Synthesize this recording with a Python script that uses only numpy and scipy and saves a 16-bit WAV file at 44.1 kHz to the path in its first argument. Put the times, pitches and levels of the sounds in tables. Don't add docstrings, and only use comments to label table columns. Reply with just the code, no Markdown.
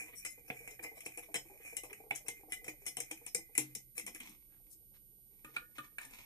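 import sys
import numpy as np
from scipy import signal
from scipy.fft import rfft, irfft, next_fast_len
from scipy.io import wavfile
from scipy.ndimage import map_coordinates

SR = 44100
rng = np.random.default_rng(int(sys.argv[2]) if len(sys.argv) > 2 else 0)


def digitize_waveform(pressure):
    field = np.atleast_2d(pressure).T
    bounded = np.clip(field, -1, 1)
    quanta = np.round(bounded * 32767).astype(np.int16)
    wavfile.write(sys.argv[1], SR, quanta)


N = 276012
TIME = np.arange(N) / SR
HIT = np.arange(SR * 3 // 4) / SR

# nominal pitch in Hz, relative level in dB, t60 in seconds.
GLASS_MODES = [(135.4, -25.5, 0.45), (303, -11.5, 0.13), (479.4, -3, 0.077), (716, -4.5, 0.08),
               (2307, 10, 0.02), (2417, 12.5, 0.0234), (2925, 9, 0.024), (3390, -17, 0.065),
               (4023, -8, 0.048), (5260, -8, 0.089), (5790, 3, 0.012), (6250, -11, 0.0768),
               (6750, -5, 0.081), (6900, -19.5, 0.13), (8230, -33, 0.076), (7900, -5, 0.087),
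               (8640, -27, 0.038), (8700, -13, 0.038), (9870, 0.5, 0.05), (10500, -12, 0.047),
               (10260, 9, 0.024), (10790, -19, 0.26), (13300, -12, 0.046), (14100, -7, 0.06)]
# frequency in Hz, relative level in dB.
METAL_COLOUR = [(100, -40), (300, -11), (750, -15), (1100, -1.5), (1450, -6.5), (1850, -3.5), (2300, 13.5),
                (2750, 6.5), (3150, 0.5), (3500, -12.5), (3950, -21), (4700, -46.5), (5500, -18),
                (8200, -3), (10700, -13.5), (11500, -2), (14000, -22)]
# frequency in Hz, relative level in dB.
RASP_COLOUR = [(300, -23), (1000, 5), (1600, -10), (2300, 10), (2900, -1), (3600, -0.5), (4700, -7.5),
               (6000, -1.5), (9500, -7.5), (14000, -19)]

STIR_CHANGE_S = 4.2
RIM_HZ = 2068
SCRAPE_SPREAD_DB = 5
PLOP_GLIDE = .07


def undb(db):
    return 10 ** (np.asarray(db) / 20)


def unit(x):
    return x / np.sqrt(np.mean(x ** 2))


def fade(t60):
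    return np.exp(-np.log(1000) * HIT / t60)


def add(track, s, sound):
    i = max(int(s * SR), 0)
    track[i:i + len(sound)] += sound[:max(N - i, 0)]


def colour(x, points):
    n = 2 * next_fast_len(len(x))
    hz, db = np.transpose(points)
    f = np.maximum(np.arange(n // 2 + 1) * SR / n, 1)
    cepstrum = irfft(np.log(undb(np.interp(np.log(f), np.log(hz), db))))
    cepstrum[1:n // 2] *= 2
    cepstrum[n // 2 + 1:] = 0
    return irfft(rfft(x, n) * np.exp(rfft(cepstrum)))[:len(x)]


def unevenness(rate, count=N):
    knots = rng.standard_normal(int(count / SR * rate) + 2)
    return np.interp(TIME[:count] * rate, np.arange(len(knots)), knots)


def waver(x, share, rate):
    speed = 1 + share * unevenness(rate, count=len(x))
    return map_coordinates(x, [np.cumsum(speed)], mode="mirror")


def flutter(x, depth_db, rate):
    return x * undb(depth_db * unevenness(rate, count=len(x)))


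def grit(count, spread_db):
    slips = rng.standard_normal(count) * (rng.random(count) < .1)
    return unit(slips * undb(spread_db * np.minimum(rng.exponential(size=count), 4)))


def crack(points, t60, chatter_s):
    decay = np.minimum(np.exp(-np.log(1000) * (HIT - chatter_s) / t60), 1)
    onset = 1 - np.exp(-HIT / 0.00027)
    return unit(colour(rng.standard_normal(len(HIT)), points)) * decay * onset


def ring(modes, scatter_db, detune):
    total = np.zeros(len(HIT))
    for hz, db, t60 in modes:
        share, bend, side = rng.uniform(-1, 1, 3)
        gain = np.sign(side) * undb(db + scatter_db * share)
        total += gain * fade(t60) * np.sin(2 * np.pi * hz * (1 + detune * bend) * HIT)
    return total


def contact(x, levels, length):
    bands = [(4500, 16000), (2750, 4500), (1100, 2750), (100, 1100)]
    total = np.zeros(len(x))
    for band, db in zip(bands, levels):
        part = signal.sosfilt(signal.butter(6, band, "band", fs=SR, output="sos"), x)
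        total += undb(db) * part / np.std(part[:int(length * SR)])
    return total


def background():
    # frequency in Hz, relative level in dB.
    quiet_colour = [(15, -42), (25, 7.5), (95, -12), (131, -2.5), (158, -21), (191, -8), (264, -24),
                    (301, -12.5), (588, -24), (749, -40), (833, -46), (4500, -29), (6040, -29.5),
                    (12100, -19.5), (15000, -46.5)]
    # frequency in Hz, difference in dB.
    right_hiss = [(200, 0), (2400, 3), (4500, 0.5), (8300, 3), (11000, 0.5), (14000, 11.5)]
    # left rms level in dB, right rms level in dB.
    whine_levels = [(-68.5, -91.5), (-106, -60)]
    shared = colour(rng.standard_normal(N), [(40, -4), (250, 3.0), (1000, -27.0), (3000, -24.0)])
    left, right = (unit(colour(own + shared, quiet_colour)) for own in rng.standard_normal((2, N)))
    noise = undb(-68) * np.array([left, colour(right, right_hiss)])
    whine = np.zeros((2, N))
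    for hz, db in zip((9538.5, 11867), whine_levels):
        whine += np.sqrt(2) * np.outer(undb(db), np.sin(2 * np.pi * hz * TIME))
    return noise + whine


def sleeve():
    # start in seconds, length in seconds, rms level in dB,
    # treble tilt in dB (everything below 2.5 kHz lies about twice this far under 9 kHz).
    rustles = [(4.457, 0.17, -80.5, -12), (4.689, 0.069, -57.5, 17), (4.924, 0.066, -73, -5)]
    out = np.zeros(N)
    for s, length, db, tilt_db in rustles:
        n = int(max(length, .02) * SR)
        low_db = -2 * tilt_db
        cloth = [(200, low_db), (2500, low_db), (9000, 0.012), (14000, -9.5)]
        rustle = colour(grit(n, spread_db=3.0), cloth)
        add(out, s, undb(db) * unit(rustle * np.hanning(n)))
    return out


def bubble(hz, cycles, glide):
    t = HIT[:int(SR * cycles / hz)]
    age = t * hz / cycles
    tone = np.sin(2 * np.pi * hz * t * (1 + glide * age / 2))
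    return tone * np.exp(-np.log(1000) * age) * (1 - np.exp(-t * hz))


def chance_plops(slosh_db):
    gap_s, over_slosh_db, middle_hz, spread_oct = .07, 11, 504, 0.513
    starts = np.arange(0, N / SR, gap_s)
    late, size, pitch = rng.uniform(-1.1, 1, (len(starts), 3)).T
    times = starts + gap_s * (1 + late) / 2
    peak_db = np.interp(times, TIME, slosh_db) + over_slosh_db + 4 * size
    return list(zip(times, peak_db, middle_hz * 2 ** (spread_oct * pitch)))


def water(db):
    # start in seconds, bubble level in dB, bubble's starting pitch in Hz.
    placed_plops = [(0.377, -54, 487), (0.607, -60, 470), (.71, -52.5, 435), (0.797, -50, 331.6),
                    (.915, -50, 450), (.971, -52.5, 637), (1.18, -46, 717), (1.286, -48.5, 665),
                    (1.38, -47.5, 472), (1.452, -53, 340), (1.497, -51.5, 806), (1.505, -52, 383),
                    (1.555, -56, 635), (1.6, -53.5, 466), (1.665, -59, 730), (1.725, -49, 463),
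                    (1.865, -57, 480), (1.913, -47.5, 417), (2.001, -50, 442), (2.005, -59, 790),
                    (2.038, -52, 462), (2.062, -51.5, 448), (2.109, -32.5, 717), (2.113, -51, 310),
                    (2.684, -43, 314), (3.116, -46.5, 318.4), (2.15, -54, 750), (2.247, -54.5, 471),
                    (2.287, -48.5, 467), (2.432, -55, 317), (2.434, -53, 804), (2.48, -54.5, 460),
                    (2.484, -55, 780), (2.616, -57.5, 479), (2.645, -53.5, 503), (2.665, -50.5, 700),
                    (2.735, -60, 570), (2.818, -58, 402), (2.89, -67, 494), (3.213, -51.5, 474),
                    (3.382, -49.5, 328), (3.388, -56, 450), (3.49, -60, 448), (3.655, -70, 480),
                    (3.755, -59, 445), (4.065, -70, 433), (6.06, -59, 263), (6.125, -60, 237)]
    # frequency in Hz, relative level in dB.
    water_colour = [(80, -34.5), (140, -5.5), (190, -15.5), (315, 11.5), (380, -7.5), (465, 10.5),
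                    (580, -4.5), (690, 4), (800, 8), (1000, -6.5), (2000, -40), (5000, -35.5)]
    slap_db, swirl_db, fizz_db, wander_db = -7, -2, -6, 4
    plops, swirl = np.zeros(N), np.zeros(N)
    for s, peak_db, hz in list(placed_plops) + chance_plops(db):
        add(plops, s, undb(peak_db + slap_db) * crack(water_colour, t60=0.078, chatter_s=0.0038))
        glide = PLOP_GLIDE * rng.uniform(-1.5, 1.5)
        add(plops, s, undb(peak_db) * bubble(hz, cycles=48, glide=glide))
    for when, pitch, size in rng.random((850, 3)):
        little = bubble(290 * 2 ** (1.5 * pitch), cycles=32, glide=PLOP_GLIDE)
        add(swirl, when * N / SR, undb(18 * size) * little)
    swirl = colour(unit(swirl) + undb(fizz_db) * grit(N, spread_db=-5.5), water_colour)
    swirl = unit(swirl * undb(wander_db * unevenness(rate=9.2)))
    return plops + swirl * undb(db + swirl_db)


def swells(rows, spectrum):
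    out = np.zeros(N)
    for s, length, db in rows:
        n = int(max(length, .02) * SR)
        run = colour(grit(len(HIT), spread_db=3.5), spectrum)[-n:]
        add(out, s, undb(db) * unit(run * np.hanning(n)))
    return out


def rubbed(slips, spectrum, ring_db, rim_db):
    wall = signal.fftconvolve(slips, ring(GLASS_MODES, scatter_db=6, detune=0.025))[:len(slips)]
    held_rim = fade(.05) * np.sin(2 * np.pi * RIM_HZ * HIT)
    singing = signal.fftconvolve(slips, held_rim)[:len(slips)]
    return unit(colour(slips, spectrum)) + undb(ring_db) * unit(wall) + undb(rim_db) * unit(singing)


def sliding(db):
    # frequency in Hz, relative level in dB.
    slide_colour = [(300, -8), (750, -18), (1250, -16.5), (1850, -7), (2100, 1.5), (2380, 16), (2750, -21),
                    (4500, -31), (5400, -9), (6800, -3), (10000, 2), (14000, -34.5)]
    pressure_db = 6 * unevenness(rate=28) + 5 * unevenness(rate=9)
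    slips = grit(N, SCRAPE_SPREAD_DB) * undb(pressure_db)
    metal = unit(rubbed(slips, slide_colour, ring_db=-18.0, rim_db=-13))
    metal = waver(metal, share=.015, rate=22)
    plastic = unit(colour(slips, RASP_COLOUR))
    return undb(db) * np.where(TIME < STIR_CHANGE_S, undb(6) * metal, undb(12) * plastic)


def plastic_spoon():
    # start in seconds, tick in dB, lower wall ring in dB, knock through the base in dB,
    # pitch that this place of contact favours in Hz, relative level of the glass ring in dB.
    taps = [(5.445, -57, -51, -56, 1200, 0), (5.5629, -50.5, -36, -52.5, 1420, -11.5),
            (5.7817, -53, -42.5, -51, 1200, -2), (5.9827, -51, -42.5, -57.5, 1800, -13),
            (6.0141, -52.5, -56, -64, 1800, -9), (6.0494, -51, -65, -67, 1840, -10),
            (6.108, -58.5, -66.5, -67.5, 2270, -6), (6.144, -59.5, -68, -77, 2210, -6),
            (6.189, -63.5, -66.5, -65.5, 2130, -4.5)]
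    # nominal pitch in Hz, relative level in dB, t60 in seconds.
    second_modes = [(137, -12.5, 0.49), (244, -4.5, 0.23), (307, -5, 0.28), (560, -6, 0.076),
                    (1183, -9, 0.19), (1227, -8, 0.22), (1432, -7, 0.17), (1443, -13.5, 0.29),
                    (1700, -20, 0.42), (1758, -13, 0.3), (1818, -8.5, 0.26), (2550, 4, 0.053),
                    (2380, -3, 0.056), (3550, -19, 0.037)]
    # frequency in Hz, relative level in dB.
    plastic_colour = [(100, -44), (300, 3), (700, -0.5), (1050, 8.5), (1220, -21), (1550, 4), (2050, -9.5),
                      (2430, 13), (2700, 3), (3200, -11), (3650, -12.5), (5000, -11.5), (9500, 5),
                      (14500, -27)]
    favour_db, favour_oct = 11, .13
    upper_wall_db, free_ring_db, rasp_db = -9.5, -6, -11
    out = np.zeros(N)
    for s, tick_db, wall_db, knock_db, favoured_hz, ring_db in taps:
        modes = []
        for hz, db, t60 in second_modes:
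            octaves = np.log2(hz / favoured_hz)
            modes.append((hz, db + favour_db * np.exp(-(octaves / favour_oct) ** 2), t60))
        tones = waver(ring(modes, scatter_db=1.5, detune=0.003), share=.008, rate=70)
        tones = flutter(tones, depth_db=2.5, rate=90)
        blow = crack(plastic_colour, t60=0.0095, chatter_s=0.004)
        rasp = undb(rasp_db) * crack(plastic_colour, t60=0.079, chatter_s=0.0024)
        levels = (tick_db, wall_db + upper_wall_db, wall_db, knock_db)
        add(out, s, contact(blow + undb(ring_db + free_ring_db) * tones + rasp, levels, length=0.013))
    return out


def rim():
    waver_share = .005
    hz = RIM_HZ * (1 + waver_share * rng.standard_normal())
    twin_hz = hz - 18 * rng.uniform(0.55, 1.76)
    tones = np.zeros(len(HIT))
    for f, db in [(hz, 0), (twin_hz, -5), (2335, -13)]:
        tone = waver(undb(db) * np.sin(2 * np.pi * f * HIT), waver_share, rate=60)
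        tones += flutter(tone, depth_db=3, rate=40)
    return undb(1) * fade(.36) * tones


def spoon_modes(count=15):
    hz = np.geomspace(2800, 11000, count) * (1 + rng.uniform(-.06, .06, count))
    db = np.maximum(np.interp(hz, *np.transpose(METAL_COLOUR)), -18)
    return ring([(f, d, .095) for f, d in zip(hz, db)], scatter_db=6, detune=0)


def strike_point(x, spread_db, count=14):
    hz = np.geomspace(1200, 15000, count)
    return colour(x, np.column_stack([hz, spread_db * rng.uniform(-0.63, 1, count)]))


def drag(levels, length):
    length = max(length, .01)
    slips = grit(len(HIT), SCRAPE_SPREAD_DB / 2) * np.sin(np.pi * np.minimum(HIT / length, 1))
    scrape = rubbed(slips, METAL_COLOUR, ring_db=-3.0, rim_db=-7.0)
    return contact(strike_point(scrape, spread_db=13.0), levels, length)


def thump(hz, t60):
    note = (1 - np.exp(-HIT * hz)) * np.sin(2 * np.pi * hz * HIT)
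    dull = [(hz / 2, -22), (hz * 1.1, 0), (hz * 2, -20)]
    thud = unit(colour(rng.standard_normal(len(HIT)), dull))
    return fade(t60) * note + undb(-5) * fade(t60 * .6) * thud


def clink_blow(rim_db, body_colour):
    tick_colour = [(3000, -41), (6000, -3.5), (8500, 19.5), (11000, 10.0), (14000, -17.5)]
    tick = crack(tick_colour, t60=0.00453, chatter_s=0.0024)
    bounce = crack(METAL_COLOUR, t60=0.009, chatter_s=0.0017)
    rebound = np.roll(bounce, int(rng.uniform(0.0034, .013) * SR))
    blow = crack(METAL_COLOUR, t60=0.0097, chatter_s=0.0054)
    blow = blow + undb(3) * tick + undb(-7) * rebound
    blow = blow + undb(-12) * ring(GLASS_MODES, scatter_db=6.0, detune=0.0325)
    blow = blow + undb(rim_db) * rim() + undb(-10.5) * spoon_modes()
    blow = blow + undb(-11) * crack(body_colour, t60=.12, chatter_s=0.002)
    return strike_point(blow, spread_db=3)


def metal_spoon():
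    # start in seconds, bright tick in dB, upper wall ring in dB, lower wall ring in dB,
    # knock through the base in dB, skid in dB below the blow, relative level of the rim in dB.
    clinks = [(0.2495, -38.5, -55, -46, -57.5, 5.5, -6), (0.5012, -59, -51.5, -39, -41.5, 33, -24),
              (0.675, -48.5, -66, -48.5, -54, 22, -10), (0.8447, -80, -72, -47.5, -49.5, 13, 0),
              (1.005, -49, -60, -55, -84, 15, -16), (1.0607, -42.5, -52, -43.5, -48.5, 16, -22),
              (1.1735, -43, -68, -49.5, -55, 7.5, -16), (1.3422, -35, -43.5, -39.5, -45, 3.5, -28),
              (1.767, -33.5, -47, -46, -60.5, 17, -5), (1.8345, -46.5, -66, -54, -50.5, 9, -25),
              (1.929, -48.5, -78.5, -49.5, -62, 33, -12), (2.1076, -46.5, -45, -33, -45.5, 24, -28),
              (2.1584, -42, -56, -51.5, -70, 12.5, -8.5), (2.2826, -34, -50, -44, -50.5, 19, -9.5),
              (2.521, -36.5, -48, -43, -57, 9, -3.5), (2.6436, -49, -64, -56, -62.5, 24, -22),
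              (2.6801, -43.5, -60, -43, -50.5, 11, -17.5), (2.864, -35.5, -51, -46, -55, 7, -3),
              (2.9687, -35.5, -46, -47, -49, 18, -29), (2.982, -56, -56, -69, -51.5, 27, -20),
              (3.0025, -34, -56.5, -46, -52.5, 35, -17), (3.1117, -39.5, -50, -43.5, -49.5, 21, -19.5),
              (3.2634, -41, -55, -50, -58.5, 11, -31), (3.3466, -27.5, -64.5, -40.5, -56, 43, -9.5),
              (3.551, -42.5, -65, -46.5, -63, 16, -4.5), (3.578, -22.5, -43.5, -33.5, -42.5, 31, -17),
              (3.7507, -37, -55, -52, -66, 45, -11.5), (3.9791, -37.5, -58.0, -44, -53.5, 21, -15),
              (3.996, -41.5, -61.5, -47.5, -60.5, 27, -12), (4.0643, -41, -57, -50, -60, 11, -19),
              (4.076, -48, -59, -49, -53.5, 15.5, -7), (4.1471, -47, -63, -53, -69, 10, -15),
              (4.2019, -49, -52, -49, -73, 25, -24), (4.213, -62, -62.5, -57, -67, 26, -19),
              (4.261, -59, -75, -60, -78, 22, -14), (4.2938, -54, -75.0, -70, -85, 17, -26)]
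    # start in seconds,
    # relative bright tick in dB, relative lower wall ring in dB, length in seconds (10 ms at least).
    drags = [(0.057, -70, -62, 0.066), (0.121, -75, -58, 0.033), (0.146, -49.5, -88, 0.065),
             (0.287, -51.5, -90, 0.049), (0.472, -57, -61, 0.021), (0.702, -52.5, -70, 0.019),
             (0.789, -79, -51, 0.007), (0.824, -45, -50.5, 0.022), (0.95, -58, -62.5, 0.052),
             (1.049, -51, -78, .016), (1.222, -58, -60, 0.026), (1.597, -89, -65, 0.035),
             (1.648, -95, -62.5, 0.013), (1.758, -54, -62.5, 0.013), (1.895, -64, -55.5, 0.019),
             (2.146, -43, -58.5, 0.023), (2.257, -57, -59, 0.023), (2.488, -57, -65, 0.053),
             (2.655, -57, -65, 0.025), (2.852, -53, -61, 0.0079), (3.098, -79, -67, 0.015),
             (3.949, -48.5, -62.5, 0.05), (4.154, -58.5, -58, 0.015)]
    # start in seconds, pitch in Hz, level of the note in dB, t60 of the note in seconds.
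    thumps = [(3.349, 479, -33.5, 0.046), (3.35, 182, -51, 0.16), (3.581, 305.4, -40.5, 0.34),
              (3.582, 254, -52, 0.36), (3.578, 133.5, -52.5, 0.79), (3.983, 324, -49.5, 0.084),
              (4.066, 206, -70, .16), (4.147, 311, -49.5, 0.084), (4.206, 252, -49.5, 0.086),
              (4.286, 302, -58, 0.15)]
    # frequency in Hz, relative level in dB.
    body_colour = [(150, -33), (250, -11), (315, 5.5), (390, -4.5), (470, 7.5), (580, -13), (750, 3),
                   (850, 2.5), (1000, -32), (1400, -25), (1900, -0.5), (2080, 4), (2200, 4.5), (2330, 6.5),
                   (2550, -9), (2750, -14), (2970, -7.5), (3300, -19), (3600, -6), (3900, -4),
                   (4600, -35.5), (5500, -4.5), (6800, -4), (9000, -8.5), (14000, -23.5)]
    skid_s = 0.026
    drag_db, upper_wall_db, knock_db = -1, -10, -6
    out = np.zeros(N)
    for s, *levels, skid_db, rim_db in clinks:
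        add(out, s, contact(clink_blow(rim_db, body_colour), levels, length=0.0084))
        add(out, s, undb(-skid_db) * drag(levels, skid_s))
    for s, bright_db, wall_db, length in drags:
        levels = (bright_db, wall_db + upper_wall_db, wall_db, wall_db + knock_db)
        add(out, s, undb(drag_db) * drag(levels, length))
    for s, hz, db, t60 in thumps:
        add(out, s, undb(db) * thump(hz, t60))
    return out


def room(x):
    # frequency in Hz, gain in dB.
    right_shade = [(200, -0.5), (1200, -7), (2400, 5), (5500, -12.5), (8500, -42.5), (11000, -4),
                   (14000, -11)]
    # frequency in Hz, gain in dB.
    right_room = [(200, 1), (1200, 0), (2400, 0), (5500, 4), (8500, -4), (11000, -8.5), (14000, 2)]
    onset_s, common_hz, right_lag_s = 0.00099, 500, .00014
    bass = signal.butter(2, common_hz, fs=SR, output="sos")
    treble = signal.butter(2, common_hz, "high", fs=SR, output="sos")
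    common = signal.sosfilt(bass, rng.standard_normal(len(HIT))) * fade(0.18) * undb(-5.0)
    tails = []
    for own in rng.standard_normal((2, len(HIT))):
        tail = common + signal.sosfilt(treble, own) * fade(0.16)
        tail = tail * (1 - np.exp(-HIT / onset_s))
        tails.append(undb(-5) * signal.fftconvolve(x, tail / np.linalg.norm(tail))[:N])
    late = np.roll(colour(x, right_shade), int(right_lag_s * SR))
    return np.array([x + tails[0], late + colour(tails[1], right_room)])


def scene():
    # time in seconds, relative slosh in dB, relative sliding of the tip on the bottom in dB.
    metal_stir = [(0.0, -60.5, -49.5), (.12, -69.5, -64), (.2, -125, -69.5), (0.31, -75, -66),
                  (0.56, -61.5, -59), (0.75, -69, -69), (1.57, -67, -65), (2.12, -71.5, -80),
                  (2.37, -69, -76), (3.02, -79, -69.5), (3.6, -80, -72), (3.77, -80, -88), (4.01, -91, -97),
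                  (4.15, -82, -76), (4.3, -72, -75), (4.7, -74, -105)]
    plastic_stir = [(5.201, -72.5, -114), (5.534, -63, -74.5), (5.773, -71.5, -87.5), (6.259, -70, -77)]
    # start in seconds, length in seconds, rms level in dB.
    rasps = [(5.53, 0.042, -64), (5.59, .07, -84), (5.745, 0.045, -63), (5.81, 0.074, -67),
             (5.99, .08, -60), (6.09, .16, -68.5)]
    # start in seconds, length in seconds, rms level in dB.
    rumbles = [(3.73, 0.082, -67), (3.97, 0.21, -67.5), (4.13, 0.28, -71)]
    # frequency in Hz, relative level in dB.
    rumble_colour = [(90, -27), (170, -7), (210, 4), (260, -2.5), (330, 1), (420, -16), (700, -38)]
    s, *columns = np.vstack([metal_stir, plastic_stir]).T
    slosh_db, slide_db = (np.interp(TIME, s, c) for c in columns)
    slosh_db = slosh_db + np.where(TIME < STIR_CHANGE_S, -2, -11)
    rubbing = sliding(slide_db) + swells(rasps, RASP_COLOUR) + swells(rumbles, rumble_colour)
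    spoons = plastic_spoon() + metal_spoon()
    return background() + room(sleeve() + water(slosh_db) + rubbing + spoons)


def record(dry):
    return signal.sosfilt(signal.ellip(8, .2, 70, 14400, fs=SR, output="sos"), dry)


dry = scene()
out = record(dry)
digitize_waveform(out)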